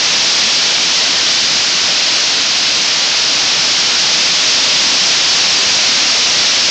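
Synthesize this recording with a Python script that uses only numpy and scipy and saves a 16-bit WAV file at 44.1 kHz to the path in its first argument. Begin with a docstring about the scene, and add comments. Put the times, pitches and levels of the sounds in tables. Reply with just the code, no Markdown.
"""Under the roof of an open pavilion, in heavy hail and rain.
Thousands of stones a second ring the roof and merge into a bright roar, heavy ones drum the deck,
and both echo between roof and concrete floor. Rain hisses on the ground outside.
The downpour eases slightly, then builds. The overloaded mono recorder clips,
and its slow sampling mirrors the top of the hiss."""
import sys
import numpy as np
from scipy import signal
from scipy.fft import rfft, irfft
from scipy.io import wavfile

SR = 44100
rng = np.random.default_rng(int(sys.argv[2]) if len(sys.argv) > 2 else 0)


def wav_out(sig):
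    """Save sig, one row per channel (or a flat mono array), as 16-bit PCM at SR to the path in sys.argv[1]."""
    wavfile.write(sys.argv[1], SR, np.round(np.clip(np.atleast_2d(sig).T, -1, 1) * 32767).astype(np.int16))


N = 295470
TIME_S, FREQ_HZ = np.arange(N) / SR, np.fft.rfftfreq(N, 1 / SR)


def gain(db):
    """dB to amplitude factor."""
    return 10 ** (np.asarray(db) / 20)


def unit_rms(x):
    """Scale to rms 1."""
    return x / np.sqrt(np.mean(x ** 2) + 1e-20)


def equalise(x, curve):
    """Filter by a (f/Hz, level/dB) curve; output rms 1."""
    hz, db = np.transpose(curve)
    response_db = np.interp(np.log(FREQ_HZ + 1), np.log(hz), db)
    return unit_rms(irfft(rfft(x) * gain(response_db), N))


def low_pass(x, edge_hz):
    """Steep FIR low-pass."""
    return signal.oaconvolve(x, signal.firwin(511, edge_hz, window=("kaiser", 9), fs=SR), "same")


def panel_impacts(stones, low_hz, high_hz, ring_s, spread_db, samples):
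    """Each stone rings its own spot at its own pitch; most are small or far, a few large or near."""
    onset, pitch, weight, decay, polarity = rng.random((stones, 5)).T[:, :, None]
    t = np.arange(samples) / SR
    blow = gain(spread_db * np.minimum(-np.log(1 - weight), 4)) * np.sign(polarity - .5)
    hz = low_hz + pitch * (high_hz - low_hz)
    rings = blow * np.exp(-t / (ring_s * (.5 + decay))) * np.sin(2 * np.pi * hz * t)
    index = (onset * (N + samples)).astype(int) + np.arange(samples)
    summed = np.bincount(index.ravel(), rings.ravel(), N + 2 * samples)
    return unit_rms(summed[samples:samples + N])


def pavilion_reverb(panels, t60_s, wet_db=2, predelay_s=.008):
    """Reflections between roof and concrete floor, by separate paths for each panel."""
    t = np.arange(SR // 3) / SR
    mix = np.zeros(N)
    for panel in panels:
        tail = rng.standard_normal(len(t)) * gain(-60 * t / t60_s) * (t > predelay_s)
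        wet = unit_rms(irfft(rfft(panel) * rfft(tail, N), N))
        mix += panel + gain(wet_db) * wet
    return mix


# Roof response to small stones: f/Hz, level/dB
ROOF_EQ = [(200, -28), (450, -13), (620, -12), (850, -11), (1400, -12), (2000, -9.5), (2500, -4.5),
           (3200, -2.5), (4000, -1.2), (4900, 0.66), (5600, -1), (6400, -9), (7200, -13), (8000, -23.5)]

def roof_clatter(mix_db=-2.5, panel_count=14):
    """Small stones strike every roof panel in dense, short ticks."""
    panels = [panel_impacts(stones=1800, low_hz=101, high_hz=8560, ring_s=.00076,
                            spread_db=1.47, samples=224) for _ in range(panel_count)]
    return gain(mix_db) * equalise(pavilion_reverb(panels, t60_s=.74), ROOF_EQ)


# Deck response to heavy stones: f/Hz, level/dB
DECK_EQ = [(12, -39), (25, -19), (48, -10.5), (80, -9.5), (125, -4.5), (165, 0.5), (200, -1.5), (260, 2),
           (330, -2), (430, -7.5), (620, -1.5), (900, -16), (2000, -47.5)]

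def deck_drum(mix_db=-21, panel_count=8):
    """Heavy stones thump the roof deck: lower, longer rings."""
    panels = [panel_impacts(stones=600, low_hz=16, high_hz=1298, ring_s=.0086,
                            spread_db=1.1, samples=1280) for _ in range(panel_count)]
    return gain(mix_db) * equalise(pavilion_reverb(panels, t60_s=.8), DECK_EQ)


# Spectrum of rain and hail on the ground outside: f/Hz, level/dB
GROUND_SPECTRUM = [(30, -30), (300, -14.5), (1200, -7.5), (3000, -1.5), (5000, -2), (6500, -5.5),
                   (8000, -29.5)]

def ground_wash(mix_db=-5):
    """Distant drops blur into a smooth hiss."""
    return gain(mix_db) * equalise(rng.standard_normal(N), GROUND_SPECTRUM)


# Downpour strength: t/s, level/dB
DOWNPOUR = [(0.17, -12.5), (2.84, -13.5), (4.74, -12), (6.38, -12), (6.6, -12.5)]

def scene(trim_db=1.49, hiss_db_per_db=1.07, drum_db_per_db=.56, treble_hz=6000, treble_db=1.2):
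    """Downpour strength drives all layers; the drumming follows only in part."""
    strength_db = np.interp(TIME_S, *np.transpose(DOWNPOUR))
    mean_db = strength_db.mean()
    surge_db = strength_db - mean_db
    hiss = roof_clatter() + ground_wash()
    treble = irfft(rfft(hiss) * FREQ_HZ ** 4 / (FREQ_HZ ** 4 + treble_hz ** 4), N)
    hiss += treble * (gain(treble_db + surge_db) - 1)  # harder blows are shorter, so brighter
    roar = hiss * gain(hiss_db_per_db * surge_db) + deck_drum() * gain(drum_db_per_db * surge_db)
    return np.tile(gain(mean_db + trim_db) * roar, (2, 1))


def record(dry, sampling_hz=16000, rolloff_db_per_khz2=15, bass_cut_hz=40, edge_hz=9100):
    """Asymmetric input clipping, treble mirrored about half the sampling rate, then band limits."""
    clipped = low_pass(np.clip(dry[0], -.41, .485), sampling_hz / 2)
    mirrored = clipped * (1 + 2 * np.cos(2 * np.pi * sampling_hz * TIME_S))
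    above_knee_khz = np.maximum(FREQ_HZ - 7500, 0) / 1000
    rolloff = gain(-rolloff_db_per_khz2 * above_knee_khz ** 2)
    bass_cut = FREQ_HZ ** 2 / (FREQ_HZ ** 2 + bass_cut_hz ** 2)
    filtered = irfft(rfft(mirrored) * rolloff * bass_cut, N)
    return np.tile(low_pass(filtered, edge_hz), (2, 1))


dry = scene()
out = record(dry)
wav_out(out)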